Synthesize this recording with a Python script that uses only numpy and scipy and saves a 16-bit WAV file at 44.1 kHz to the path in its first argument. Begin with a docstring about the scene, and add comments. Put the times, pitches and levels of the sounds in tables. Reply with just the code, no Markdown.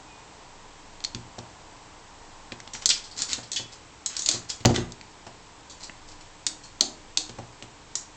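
"""A small room at night. A cat leaps onto the window screen: its claws pluck and scrape the mesh
and rattle the metal frame. It drops to the wooden floor with a thump, pads about with tapping claws,
then stretches up and plucks the screen again; hard plucks set it thrumming and zinging.
The room answers; far traffic murmurs outside under a steady hiss and a faint electronic whine."""
import sys
import numpy as np
from scipy import signal
from scipy.fft import rfft, irfft, next_fast_len
from scipy.io import wavfile
from scipy.ndimage import map_coordinates

SR = 44100
rng = np.random.default_rng(int(sys.argv[2]) if len(sys.argv) > 2 else 0)


def wrap_up_sound(samples):
    """Save the sound to the file named by the first command line argument, as 16-bit audio."""
    columns = np.atleast_2d(samples).T
    # keep every value between -1 and 1, then stretch to whole-number steps
    tamed = np.clip(columns, -1, 1)
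    steps = np.round(tamed * 32767).astype(np.int16)
    wavfile.write(sys.argv[1], SR, steps)


N = 359856
CLOCK_S = np.arange(N) / SR
AGE_S = np.arange(SR // 2) / SR  # time since a hit


def amp(db):
    """Decibels to gain."""
    return 10 ** (np.asarray(db) / 20)


def unit(x):
    """Scale to rms 1."""
    return x / np.sqrt(np.mean(x ** 2) + 1e-20)


def along(points, hz):
    """Interpolate (frequency [Hz], value) points on a log axis."""
    knots_hz, values = np.transpose(points)
    return np.interp(np.log(hz + 1), np.log(knots_hz + 1), values)


def fade(t60_s):
    """Exponential decay of a hit."""
    return np.exp(-np.log(1000) * AGE_S / t60_s)


def wobble(knots_per_s):
    """Smooth random curve."""
    knots = rng.standard_normal(int(N * knots_per_s / SR) + 4)
    return map_coordinates(knots, [CLOCK_S * knots_per_s])


def filtered(x, response):
    """Apply a frequency response."""
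    size = next_fast_len(x.shape[-1] + SR // 4)
    hz = np.fft.rfftfreq(size, 1 / SR)
    return irfft(rfft(x, size) * response(hz), size)[..., :x.shape[-1]]


def coloured(x, *spectra):
    """Minimum-phase filter from summed (frequency [Hz], gain [dB]) spectra."""
    def response(hz):
        gain_db = sum(along(spectrum, hz) for spectrum in spectra)
        cepstrum = irfft(np.log(amp(gain_db)))
        cepstrum[1:] *= 2
        cepstrum[len(cepstrum) // 2:] = 0
        return np.exp(rfft(cepstrum))
    return filtered(x, response)


def burst(spectrum, t60_s):
    """Decaying coloured noise."""
    return coloured(rng.standard_normal(len(AGE_S)) * fade(t60_s), spectrum)


def add(track, time_s, sound):
    """Mix a sound in at time_s."""
    part = track[round(time_s * SR):][:len(sound)]
    part += sound[:len(part)]


def ring(modes, detune):
    """Damped modes of alternating sign, slightly detuned at each strike."""
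    mode_hz, level_db, t60_s = np.transpose(modes)
    pitch_hz = mode_hz * np.exp(detune * rng.standard_normal(len(mode_hz)))
    gains = amp(level_db) * (-1) ** np.arange(len(mode_hz))
    waves = [np.sin(2 * np.pi * hz * AGE_S) * fade(decay_s) for hz, decay_s in zip(pitch_hz, t60_s)]
    return gains @ waves / np.linalg.norm(gains)


def room(x):
    """Diffuse room tail, building up over the first reflections."""
    # reverberation: (frequency [Hz], t60 [s])
    reverb_times = [(60, 0.62), (250, 0.37), (1000, 0.46), (4000, 0.25), (8000, 0.27)]
    hz, time_s, noise = signal.stft(rng.standard_normal(len(AGE_S)), SR, nperseg=256)
    decay = np.exp(-np.log(1000) * time_s / along(reverb_times, hz)[:, None])
    tail = signal.istft(noise * decay, SR, nperseg=256)[1][:len(AGE_S)]
    tail *= 1 - fade(0.0037)
    return signal.fftconvolve(x, tail / np.linalg.norm(tail))[:len(x)]


def night():
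    """Steady hiss, faint electronic whine, far tyres and one thin distant squeal."""
    # background hiss: (frequency [Hz], relative density [dB])
    hiss_spectrum = [(12, -37), (20, 21), (22, -6.5), (54, -1), (93, -1.5), (263, -8), (307, 0),
                     (348, -11.5), (415, -5.5), (606, -11), (909, -7.5), (1360, -11.5), (6200, -17),
                     (7590, -15.5), (8400, -18.5), (10900, -73), (18500, -120)]
    # far cars passing: (time [s], level [dB])
    traffic = [(0, -52), (2.4, -52.5), (3.6, -59), (5.2, -56), (8.16, -57)]
    # tyre noise: (frequency [Hz], relative density [dB])
    tyre_spectrum = [(200, -20.5), (650, -11), (850, -5.5), (1000, -4.5), (1250, -17), (3000, -26.5)]
    # electronics: (frequency [Hz], level [dB])
    whine_tones = [(7677, -71), (8323, -75)]
    hiss = amp(-49.5) * unit(coloured(rng.standard_normal(N), hiss_spectrum))
    traffic_db = np.interp(CLOCK_S, *np.transpose(traffic)) + .8 * wobble(3)
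    tyres = amp(traffic_db) * unit(coloured(rng.standard_normal(N), tyre_spectrum))
    whine = sum(amp(db) * np.sqrt(2) * np.sin(2 * np.pi * hz * CLOCK_S) for hz, db in whine_tones)
    squeal_hz = np.interp(CLOCK_S, [.05, .3], [2500, 2420]) + 22 * wobble(90)
    squeal_db = np.interp(CLOCK_S, [0, .1, .23, .4], [-86, -53, -61, -120])
    squeal = amp(squeal_db) * np.sin(2 * np.pi * np.cumsum(squeal_hz) / SR)
    return hiss + tyres + whine + squeal


def claw_snap(ping_hz, clack_db, edge_db, crack_t60_s, shiver_gain):
    """A claw cracks off its hold, which pings for a few milliseconds and shivers briefly."""
    # claw click: (frequency [Hz], gain [dB])
    claw_spectrum = [(60, -17), (200, 3.5), (350, 0.5), (900, 0.5), (2200, 1.5), (3000, 0), (3800, 2),
                     (4350, 6), (5300, -1), (7200, 0.5), (8500, -5), (11000, -45.5)]
    crack = rng.standard_normal(len(AGE_S)) * (fade(crack_t60_s) + shiver_gain * fade(t60_s=0.046))
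    ping = 0.71 * np.sin(2 * np.pi * ping_hz * AGE_S) * fade(t60_s=.0033)
    attack = 1 - fade(0.0016)
    resonance = [(.78 * ping_hz, 0), (ping_hz, 3), (1.22 * ping_hz, 0)]
    click = coloured((crack + ping) * attack, claw_spectrum, resonance)
    touch = [(1100, clack_db + 8.5), (2550, clack_db + 12.5), (3500, 0.0065), (5000, 0.46),
             (6500, edge_db + 8.5)]
    return amp(18) * coloured(click / np.linalg.norm(click), touch)


def claw_taps():
    """Claws strike floor and sill: a short clack, duller and drier than a pluck."""
    # claw strikes: (time [s], level [dB], ping [Hz], midrange clack [dB])
    taps = [(1.0042, -36.5, 3430, -12), (1.0403, -22.5, 3860, -19), (1.0474, -15.5, 4350, -22),
            (1.148, -24, 3620, -14), (1.388, -31, 3780, -20), (2.5207, -31, 3360, -0.5),
            (2.602, -32, 6260, -11), (2.676, -33, 3230, -10), (2.75, -41, 4860, 3.5),
            (4.6507, -17, 3200, -1.5), (4.6566, -7, 6280, -13.5), (4.761, -18.5, 3340, -7),
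            (4.9209, -29.5, 6500, -41), (5.012, -37, 4740, -5), (5.8961, -42.5, 2920, 6),
            (7.2946, -33.5, 5170, -10.5), (7.6243, -34, 2920, -5.5)]
    track = np.zeros(N)
    for time_s, level_db, ping_hz, clack_db in taps:
        snap = claw_snap(ping_hz, clack_db, edge_db=-9.5, crack_t60_s=0.0068, shiver_gain=0.17)
        click = amp(level_db) * snap
        add(track, time_s, click + amp(-11) * room(click))
    return track


def paws():
    """A padded blow pushes the boards, which boom at their low modes under a short pat."""
    # paws and body on boards and sill: (time [s], level [dB], knock [dB])
    steps = [(1.147, -20, -29), (1.383, -24, -7), (2.519, -29, -7), (2.743, -35, 1), (3.382, -29, 4.5),
             (3.595, -27.5, -4.5), (4.342, -24, -11), (4.604, -28.5, -23), (4.653, 0.5, -10.5),
             (4.691, -22, 5.5), (4.708, -7.5, -12.5), (4.778, -12.5, -15.5), (5.266, -32.5, 4),
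             (7.293, -28.5, -13), (7.385, -23.5, -1.5), (7.625, -30.5, -7)]
    # floorboard modes: (frequency [Hz], level [dB], t60 [s])
    board_modes = [(61, -8, .6), (88, -11, .5), (119, 2, .3), (173, 0, .26), (236, -2, .18), (310, -6, .13),
                   (352, -6, .16), (424, -8, .13), (682, -8, .13)]
    # padded impact: (frequency [Hz], gain [dB])
    paw_spectrum = [(25, -12), (70, -6), (170, -6), (300, 2), (450, -1), (700, 5), (1100, -2.5),
                    (2500, -2.5), (8000, -4)]
    push_s, toe_db = 0.002, -38.5
    push = (1 - AGE_S / push_s) * np.exp(-AGE_S / push_s)
    attack = 1 - fade(0.0043)
    track = np.zeros(N)
    for time_s, level_db, knock_db in steps:
        pat = burst([(100, -5), (500, 0)], t60_s=.07)
        boom = ring(board_modes, detune=0.0044)
        thud = (2 * push + 3.32 * pat + 0.62 * boom) * attack
        treble_db = toe_db - level_db  # toes tap about equally, whatever weight follows
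        touch = [(400, 0.0052), (650, knock_db), (1000, knock_db), (2200, treble_db)]
        add(track, time_s, amp(level_db - 5.5) * coloured(thud, paw_spectrum, touch))
    return track + amp(-6) * room(track)


def mesh_plucks():
    """Claws release the mesh: tauter strands ping higher and brighter; hard plucks crack more than ring."""
    # claw releases: (time [s], level [dB], ping [Hz])
    plucks = [(2.735, -29, 5370), (2.858, -9, 5240), (2.8626, -18.5, 6000), (2.891, -11.5, 4800),
              (2.9, -12.5, 4100), (3.041, -39, 4730), (3.1124, -41, 4520), (3.2197, -16.5, 5000),
              (3.331, -14.5, 4960), (3.4307, -41.5, 5110), (3.5169, -23, 6200), (3.5317, -24.5, 4400),
              (4.0607, -20, 6230), (4.1664, -20.5, 4900), (4.1924, -22, 6100), (4.2209, -27, 6560),
              (4.2607, -16, 4970), (4.2883, -9.5, 5030), (4.313, -20.5, 7200), (4.501, -21, 3360),
              (5.6978, -39, 4640), (6.4657, -12, 4250), (6.636, -44, 4630), (6.8086, -6, 4260),
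              (7.173, -9, 4400), (7.954, -18.5, 5600)]
    typical_ping_hz, edge_db_per_octave = 4510, 5.5
    firm_pluck_db, tail_loss_db_per_db = -13, 0.55
    track = np.zeros(N)
    for time_s, level_db, ping_hz in plucks:
        edge_db = -3.5 + edge_db_per_octave * np.log2(ping_hz / typical_ping_hz)
        room_db = -6 - tail_loss_db_per_db * (level_db - firm_pluck_db)
        # light mesh: little midrange, more shiver than wood
        snap = claw_snap(ping_hz, clack_db=-23, edge_db=edge_db, crack_t60_s=0.011, shiver_gain=0.38)
        click = amp(level_db) * snap
        add(track, time_s, click + amp(room_db) * room(click))
    return track


def claw_drags():
    """Dragged claws bite in, tick over the weave in dense uneven grains and let go."""
    # drags over weave and sill: (time [s], hold [s], level [dB], midrange grating [dB])
    drags = [(2.75, 0.006, -33, 4), (2.82, 0.0054, -32, 7), (2.934, 0.046, -35, -10),
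             (3.17, 0.067, -27, -2), (3.291, 0.048, -26, 1.5), (3.725, 0.012, -37, 2),
             (4.099, 0.08, -38, 7.5), (4.27, 0.08, -27, -1), (4.495, 0.012, -26, -4),
             (4.696, .01, -31.5, 7), (4.747, 0.018, -25, 8), (5.806, 0.0048, -33.5, 0),
             (5.835, 0.0047, -28.5, -4), (6.083, .04, -43.5, 1), (6.211, 0.0039, -42.5, 3)]
    # scraped weave: (frequency [Hz], gain [dB])
    weave_spectrum = [(100, -1.5), (600, -7), (1200, -2), (2400, -1.5), (3400, 0), (4500, 8.5), (5500, 4.5),
                      (7000, 7), (9000, -4)]
    attack_s, release_tau_s, strands_per_s = .008, 0.0091, 1800
    bite = np.minimum(AGE_S / attack_s, 1)
    track = np.zeros(N)
    for time_s, hold_s, level_db, grate_db in drags:
        release = np.exp(-np.maximum(AGE_S - attack_s - hold_s, 0) / release_tau_s)
        crossings = rng.random(len(AGE_S)) < strands_per_s / SR
        ticks = crossings * rng.standard_normal(len(AGE_S))
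        grating = [(500, 0.022), (1500, grate_db), (3000, grate_db), (4300, 0.006)]
        rasp = unit(coloured(ticks, weave_spectrum, grating))
        add(track, time_s - attack_s, amp(level_db) * bite * release * rasp)
    return amp(-7) * track + amp(-7.5) * room(track)


def frame_rattle():
    """The metal frame scuffs and clinks in its track."""
    # frame chatter: (time [s], scuff [dB], clink [dB])
    rattles = [(2.903, -6.5, -28), (2.924, -29.5, -38), (3.5614, -18, -25), (3.570, -19.5, -39),
               (4.287, -36.5, -33), (4.499, -33, -42)]
    # metal on its track: (frequency [Hz], gain [dB])
    scuff_spectrum = [(100, -42), (700, -37), (1500, -15), (2900, -3.5), (4500, 1), (8000, -8.5)]
    # frame modes: (frequency [Hz], level [dB], t60 [s])
    frame_modes = [(2640, -6, .1), (3030, -4, .16), (3178, -7, .12), (3335, 0, .2), (3385, -4, .2),
                   (3500, -5, .13), (4260, -7, .16), (4590, -9, .13), (6110, -6, .12), (6570, -6, .16),
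                   (6985, -5, .15)]
    track = np.zeros(N)
    for time_s, scuff_db, clink_db in rattles:
        scuff = burst(scuff_spectrum, t60_s=.07)
        clink = ring(frame_modes, detune=0.0024)
        add(track, time_s, amp(scuff_db) * scuff + amp(clink_db) * clink)
    return track + amp(-1.5) * room(track)


def screen_twang():
    """After a hard pluck the whole screen thrums low while its taut strands zing."""
    # hard plucks: (time [s], thrum [dB], zing [dB])
    twangs = [(4.289, -36, -25.5), (6.467, -47, -47), (6.808, -31, -24), (7.174, -39, -26)]
    # stretched screen modes: (frequency [Hz], level [dB], t60 [s])
    screen_modes = [(282, -5, .12), (310, 0, .2), (372, -3, .16), (470, -8, .08), (650, -3, .07)]
    # taut strands: (frequency [Hz], gain [dB])
    zing_spectrum = [(1000, -40), (3200, -16), (3900, -1), (4350, 1), (4900, -5), (5500, -12), (6500, -3),
                     (7100, -2), (8200, -14)]
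    flutter_spectrum = [(100, -15.5), (320, 17), (480, -5), (700, 10), (1500, -11.5), (3000, -7)]
    track = np.zeros(N)
    for time_s, thrum_db, zing_db in twangs:
        flutter = burst(flutter_spectrum, t60_s=0.14)
        thrum = .7 * ring(screen_modes, detune=.015) + flutter
        zing = burst(zing_spectrum, t60_s=0.27)
        add(track, time_s, amp(thrum_db) * thrum + amp(zing_db) * zing)
    return track + amp(3.5) * room(track)


def scene():
    """All sources from mid-room, mono."""
    cat = mesh_plucks() + claw_taps() + claw_drags() + frame_rattle() + screen_twang() + paws()
    return (cat + night())[None]


def record(dry):
    """Narrow-band microphone, clipping of the hardest peaks, low-pass."""
    # microphone roll-off: (frequency [Hz], gain [dB])
    microphone = [(7600, 0), (8300, -6), (8800, -21), (9300, -44)]
    microphone_top_hz, clip_level, output_top_hz = 9400, .72, 16000
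    heard = filtered(dry, lambda hz: amp(along(microphone, hz)) * (hz < microphone_top_hz))
    clipped = np.clip(heard, -clip_level, clip_level)
    return filtered(clipped, lambda hz: hz < output_top_hz)


dry = scene()
out = record(dry)
wrap_up_sound(out)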